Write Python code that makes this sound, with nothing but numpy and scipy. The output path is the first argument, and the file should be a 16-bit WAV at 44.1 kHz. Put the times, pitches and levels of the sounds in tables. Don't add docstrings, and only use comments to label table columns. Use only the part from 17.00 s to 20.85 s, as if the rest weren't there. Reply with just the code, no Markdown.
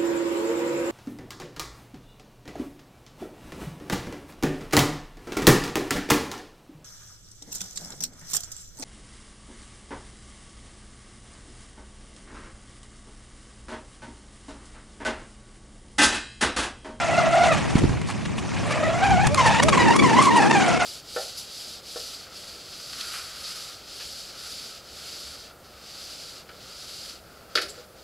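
import sys
import numpy as np
from scipy import signal
from scipy.fft import rfft, irfft, next_fast_len
from scipy.io import wavfile
from scipy.ndimage import uniform_filter1d, map_coordinates

SR = 44100
rng = np.random.default_rng(int(sys.argv[2]) if len(sys.argv) > 2 else 0)


def digitize_waveform(pressure):
    field = np.atleast_2d(pressure).T
    bounded = np.clip(field, -1, 1)
    quanta = np.round(bounded * 32767).astype(np.int16)
    wavfile.write(sys.argv[1], SR, quanta)


def ratio(d):
    e = np.asarray(d, float) / 20
    return 10 ** e


N = 169785

# [t/s, blade rate f/Hz, whine level/dB, spray level/dB]
CRUISE_RUN = [
    (0, 700, -25.5, -33.5),
    (0.059, 677, -24, -36.5),
    (0.179, 686.7, -20.5, -36.5),
    (.29, 660, -20.5, -35.5),
    (.395, 706, -17.5, -35.5),
    (0.418, 683.5, -15.5, -36),
    (0.461, 716, -18, -29.5),
    (.515, 632.7, -21, -38.5),
    (.56, 580.7, -47, -36.5),
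    (.6, 567, -53, -38),
]
# [t/s, spray level/dB]
COAST_WASH = [
    (0.6, -39),
    (0.7, -38.5),
    (.9, -40.5),
    (.97, -46.5),
    (1.05, -46.5),
    (1.2, -43.5),
    (1.329, -46),
    (1.465, -43),
    (1.55, -43),
]
# [t/s, blade rate f/Hz, whine level/dB, spray level/dB]
PICKUP_RUN = [
    (1.559, 520, -46, -40.5),
    (1.703, 600, -32, -37.5),
    (1.791, 620, -28.5, -38.5),
    (1.9, 650, -23.5, -39.5),
    (1.998, 705, -26.5, -37.5),
    (2.05, 800, -23, -37.5),
    (2.108, 780, -17.5, -35),
    (2.18, 730, -19.5, -37),
    (2.274, 870, -20.5, -33.5),
]
# [t/s, blade rate f/Hz]
FULL_SPEED_RATE = [(2.293, 1098), (2.351, 1244), (2.372, 1109), (2.41, 1011), (2.445, 909), (2.469, 923),
                   (2.499, 891), (2.579, 903), (2.605, 1010), (2.63, 1132), (2.678, 1333), (2.692, 1211),
                   (2.735, 1092), (2.794, 992.5), (2.889, 905), (2.93, 953.6), (2.965, 1110), (3.02, 1148),
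             (3.06, 1001), (3.12, 883.5), (3.19, 1032), (3.245, 1140), (3.28, 1066), (3.31, 923.6),
             (3.365, 960), (3.405, 855), (3.475, 833.6), (3.521, 935), (3.575, 791.6), (3.629, 734.7),
             (3.72, 688.5), (3.798, 728.6), (3.849, 702)]
# [t/s, whine level/dB, spray level/dB]
RACE_LEVELS = [(2.31, -15.5, -29), (2.51, -22, -32.5), (2.62, -23, -29.5), (2.76, -20, -29),
               (2.89, -19.5, -33.5), (3.008, -19, -31.5), (3.128, -18.5, -34), (3.27, -18.5, -34.5),
               (3.41, -20, -34), (3.58, -23, -31), (3.74, -26, -33.5), (3.849, -24.5, -32.5)]
# [t/s, length/s, drop/dB]
LEAPS_CLEAR = [(2.28, 0.066, 22), (2.35, 0.024, 10.5), (2.366, 0.0047, 10), (2.6052, 0.018, 14),
               (2.6397, 0.043, 18), (2.694, 0.0037, 17), (2.703, 0.02, 20), (2.761, 0.011, 11.5),
               (2.9464, 0.0093, 5), (2.967, 0.021, 15.5), (3.0026, 0.02, 9), (3.119, 0.012, 3),
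               (3.299, 0.0032, 27), (3.484, .0125, 11), (3.52, 0.0052, 21), (3.78, 0.016, 11)]
# [t/s, length/s, level/dB]
SHAFT_SPIN = [
    (2.309, 0.044, -24.5),
    (2.617, 0.088, -25),
]
# [t/s, gain/dB, fade/s]
DEEP_BITES = [(0.183, 7.5, .018), (0.263, 0.5, .01), (0.299, -6, .01), (.345, 3.5, .025), (.424, 2.5, .015),
              (0.52, 5.5, .006), (0.58, 11, .005), (1.709, 3, .012), (1.835, 6, .014), (1.889, -1, .012),
              (2.035, 8.5, .02), (2.11, 2, .012), (2.221, 1, .012), (2.38, 4.5, .022), (2.459, 8, .01),
              (2.48, 5, .012), (2.582, 0, .008), (2.6, 13, .004), (2.687, 11.5, .006), (2.7, 2, .003),
              (2.73, 4.5, .006), (2.776, 5, .005), (2.802, 6, .01), (2.884, 4.5, .008), (2.908, 7, .006),
              (2.924, 7, .01), (2.966, 13.5, .004), (2.99, 1.5, .005), (3.037, 4.5, .012),
              (3.065, 2.5, .008), (3.096, 3, .006), (3.133, 2, .01), (3.19, 7, .018), (3.249, -2.5, .01),
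              (3.274, 9.5, .011), (3.347, 5, .015), (3.374, 5.5, .015), (3.423, 7, .008),
              (3.457, 3.5, .008), (3.512, 11.5, .005), (3.558, 4, .01), (3.579, 2, .008), (3.622, 3, .008),
              (3.685, 3.5, .012), (3.806, 4.5, .015)]
# [t/s, overtone gain/dB, width/s]
TIP_SKIMS = [(.15, 6.5, 0.018), (1.85, 3, 0.068), (.46, -4, 0.018), (.53, 9, 0.024), (2.385, -1, 0.0096),
             (2.632, 11, 0.007), (2.697, -4.5, .006), (2.995, 10, 0.0087), (3.17, 2.5, 0.013),
             (3.25, 2.5, 0.015), (3.315, 6.5, 0.0067), (3.535, 4.5, 0.011), (3.575, 1.5, 0.0076),
             (3.815, 6.5, 0.012)]
# [multiple of blade rate, level/dB]
BLADE_ORDERS = [(1, 0), (2, -10), (3, -13), (4, -17), (5, -20), (6, -22), (7, -26), (8, -28)]
# [f/Hz, level/dB]
HULL_RADIATION = [(300, 0), (2500, 0), (3100, -6), (6000, -6), (11000, -9)]
# [f/Hz, level/dB per Hz]
SPRAY_COLOUR = [(250, -57), (480, -7.5), (900, -4), (1500, -10.5), (2400, -10), (3600, -18), (6600, -20.5),
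                (10700, -32)]
# [t/s, strength level/dB, share of small eddies 0-1]
WIND_GUSTS = [(0, -38.5, 0.42), (.55, -36, 0.41), (.85, -28, 0.5), (.94, -33, 0.25), (1.0, -35.5, 0.28),
              (1.8, -36.5, 0.41), (2.13, -29, 0.22), (2.5, -33, 0.28), (2.8, -26.5, 0.82), (3.5, -28, 0.97),
              (3.85, -37, 0.76)]
# [f/Hz, level/dB per Hz]
LARGE_EDDIES = [(15, -65), (30, -25.5), (60, -6.5), (120, 2.5), (200, -1.5), (400, -18.5), (800, -51)]
# [f/Hz, level/dB per Hz]
SMALL_EDDIES = [(40, -67), (100, -8.5), (220, -2.5), (350, -4.5), (550, -14.5), (900, -40.5)]
# [t/s, peak level/dB, width/s, left over right/dB]
GUST_THUMPS = [(0.7566, -2.5, 0.0012, -4), (0.774, -26, 0.0039, -8), (0.822, -15, 0.00058, -3),
               (.834, -10, 0.0018, 0), (0.842, -4.5, 0.00096, -5), (.8545, -12, 0.0017, -10),
               (0.878, -21, .003, 3), (0.8956, -10.5, 0.0015, -5), (.912, -14.5, 0.0022, 0),
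               (0.939, -20.5, .0016, 0), (2.092, -30, 0.0021, 8), (2.267, -12.5, 0.0019, -3)]
# [t/s, level/dB, length/s]
HULL_SLAPS = [
    (.521, -27, 0.034),
    (.6955, -33.5, 0.016),
    (.753, -28.5, 0.01),
    (.765, -28, 0.032),
    (.921, -48, 0.028),
    (1.0145, -32, 0.0072),
    (1.07, -31, 0.055),
    (1.2525, -31, 0.011),
    (1.377, -32.5, 0.023),
    (1.701, -30.5, 0.032),
]
# [t/s, level/dB, length/s]
BLADE_SPITS = [
    (2.268, -20.5, 0.0061),
    (2.345, -17, 0.0027),
    (2.36, -47, 0.0028),
    (2.462, -24, 0.017),
    (2.628, -20.5, 0.013),
    (2.686, -24, 0.012),
    (2.96, -25.5, 0.011),
    (3.22, -23.5, 0.048),
    (3.36, -27.5, 0.019),
]
# [f/Hz, level/dB per Hz]
SPLASH_COLOUR = [(300, -43), (600, 6), (2000, 0.5), (4200, -5), (10700, -14)]


def unit(x):
    return x / np.sqrt(np.mean(x ** 2) + 1e-20)


def curve(s, v):
    return np.interp(np.arange(N) / SR, s, v)


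def wobble(rate):
    return map_coordinates(rng.standard_normal(N // 100), [np.arange(N) * min(rate, 420) / SR])


def coloured(x, points):
    m = next_fast_len(N + 8192)
    f, db = np.transpose(points)
    gain_db = np.interp(np.log(np.fft.rfftfreq(m, 1 / SR) + 1), np.log(f + 1), db)
    return irfft(rfft(x, m) * ratio(gain_db), m)[..., :N]


def window(s, length, edge):
    t = np.arange(N) / SR
    return np.clip(np.minimum(t - s, s + length - t) / edge + 0.5, 0, 1)


def patchy(x):
    z = signal.stft(x, nperseg=256)[2]
    field = uniform_filter1d(rng.standard_normal(z.shape), size=8, axis=0)
    field = uniform_filter1d(field, size=6, axis=1)
    return signal.istft(z * ratio(2.5 * unit(field)), nperseg=256)[1][:N]


def controls():
    cruise, coast, pickup = np.array(CRUISE_RUN), np.array(COAST_WASH)[1:-1], np.array(PICKUP_RUN)
    race, load = np.array(FULL_SPEED_RATE), np.array(RACE_LEVELS)
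    rate = curve([*cruise[:, 0], *pickup[:, 0], *race[:, 0]], [*cruise[:, 1], *pickup[:, 1], *race[:, 1]])
    rate = uniform_filter1d(rate, size=400)
    shaft = np.pi * np.cumsum(rate) / SR
    whine_db = curve([*cruise[:, 0], 0.67, 1.46, *pickup[:, 0], *load[:, 0]],
                     [*cruise[:, 2], -65, -65, *pickup[:, 2], *load[:, 1]])
    spray_db = curve([*cruise[:, 0], *coast[:, 0], *pickup[:, 0], *load[:, 0]],
                     [*cruise[:, 3], *coast[:, 1], *pickup[:, 3], *load[:, 2]])
    air_db = sum(db * window(s, length, 0.004) for s, length, db in LEAPS_CLEAR)
    return rate, shaft, whine_db - air_db, spray_db - 0.61 * air_db


def bites():
    t = np.arange(N) / SR
    rise = 0.33
    deep_db = sum(db * np.exp(-0.5 * ((t - s) / np.where(t < s, rise * w, w)) ** 2) for s, db, w in DEEP_BITES)
    return deep_db - 0.08 * 1.16 * np.tanh(0.46 * wobble(29.25) + 0.74 * wobble(90))


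def blade_whine(blade, edge_db):
    own_db = 5
    stack = ratio(-23.5 + own_db * np.minimum(wobble(45), 1.1)) * np.cos(blade / 2)
    for k, db in BLADE_ORDERS:
        if k == 1:
            level_db = db + own_db * np.minimum(wobble(120), 0.9)
        else:
            level_db = db + edge_db + own_db * np.minimum(wobble(85), 1.3)
        stack = stack + ratio(level_db) * np.cos(k * blade + 0.75 * k ** 0.4 * wobble(170) + k)
    return np.sqrt(2) * coloured(stack, HULL_RADIATION)


def blade_spray(blade):
    thrown = patchy(rng.standard_normal(N)) * (1 + 0.39 * np.cos(blade))
    return unit(coloured(thrown * ratio(1.02 * wobble(300)), SPRAY_COLOUR))


def boat():
    rate, shaft, whine_db, spray_db = controls()
    jitter = 0.024 * wobble(110) + 0.008 * wobble(30)
    blade = 2 * shaft + 2 * np.pi * np.cumsum(rate * jitter) / SR
    bite_db = bites()
    t = np.arange(N) / SR
    skim_db = sum(db * np.exp(-0.5 * ((t - s) / w) ** 2) for s, db, w in TIP_SKIMS)
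    edge_db = np.clip(0.6 * (spray_db - whine_db + 14.5), -1.5, 5) + skim_db
    whine = ratio(whine_db - 3.5 + bite_db) * blade_whine(blade, edge_db)
    spray = ratio(spray_db + 6.5 + 0.5 * bite_db + wobble(10)) * blade_spray(blade)
    airborne = sum(ratio(db) * window(s, length, 0.05) for s, length, db in SHAFT_SPIN)
    return whine + spray + airborne * np.sqrt(2) * np.cos(shaft)


def bank(x):
    t60, spread = 0.45, 0.63
    decay = ratio(-60 * np.arange(SR // 3) / SR / t60)
    mid, side = rng.standard_normal((2, SR // 3)) * decay
    tail = np.array([mid + spread * side, mid - spread * side])
    return signal.fftconvolve(x[None], tail / np.linalg.norm(tail[0]), axes=1)[:, :N]


def eddies(points):
    return unit(coloured(rng.standard_normal((2, N)), points))


def thumps():
    t = np.arange(N) / SR
    dips = np.zeros((2, N))
    for s, db, w, left_right_db in GUST_THUMPS:
        u = ((t - s) / w) ** 2
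        gain = ratio([[db + left_right_db / 2], [db - left_right_db / 2]])
        dips += gain * (0.76 * u - 1) * np.exp(-0.5 * u)
    return dips


def wind():
    s, strength_db, small = np.transpose(WIND_GUSTS)
    turn = np.clip(curve(s, small), 0, 1) * np.pi / 2
    lumps = ratio(2 * np.array([wobble(15), wobble(16)]))
    a, b = (np.cos(turn) * eddies(LARGE_EDDIES) + np.sin(turn) * eddies(SMALL_EDDIES)) * lumps
    alike, port_hz = 0.5, 70
    opposed = 2 * coloured(a, [(port_hz, 0), (2 * port_hz, -30)]) - a
    pair = np.array([a, alike * opposed + np.sqrt(1 - alike ** 2) * b])
    return ratio(curve(s, strength_db) + 8.5) * pair + thumps()


def bursts(rows):
    return sum(ratio(db) * window(s, length, 0.4 * length) for s, db, length in rows)


def slaps():
    grains = patchy(rng.standard_normal(N)) * ratio(2.8 * wobble(340))
    grains = unit(coloured(grains, SPLASH_COLOUR))
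    bright = unit(np.gradient(grains) + 0.12 * grains)
    return grains * bursts(HULL_SLAPS) + bright * bursts(BLADE_SPITS)


def scene():
    far = boat() + slaps()
    return far + ratio(-12) * bank(far) + wind()


def roll_off(x):
    return signal.sosfilt(signal.butter(12, 12010, fs=SR, output="sos"), x)


def record(dry):
    top_hz = 10750
    body = coloured(dry, [(top_hz - 150, 0), (top_hz + 150, -60)])
    treble = np.gradient(np.gradient(dry.mean(0))) ** 2
    swell = uniform_filter1d(treble, size=1500) / uniform_filter1d(treble, size=16000)
    swell = np.log(np.abs(swell) + 1e-9)
    opening = np.clip(3 * (0.45 * wobble(27) + 2.0 * swell - 0.35), 0, 1)
    sliver = coloured(dry * opening, [(11250, -85), (11400, -2.5), (11850, -16.5), (12050, -74)])
    mix = np.clip(body + ratio([[-7], [-5]]) * sliver, -0.97, 0.97)
    return roll_off(mix)


dry = scene()
out = record(dry)
digitize_waveform(out)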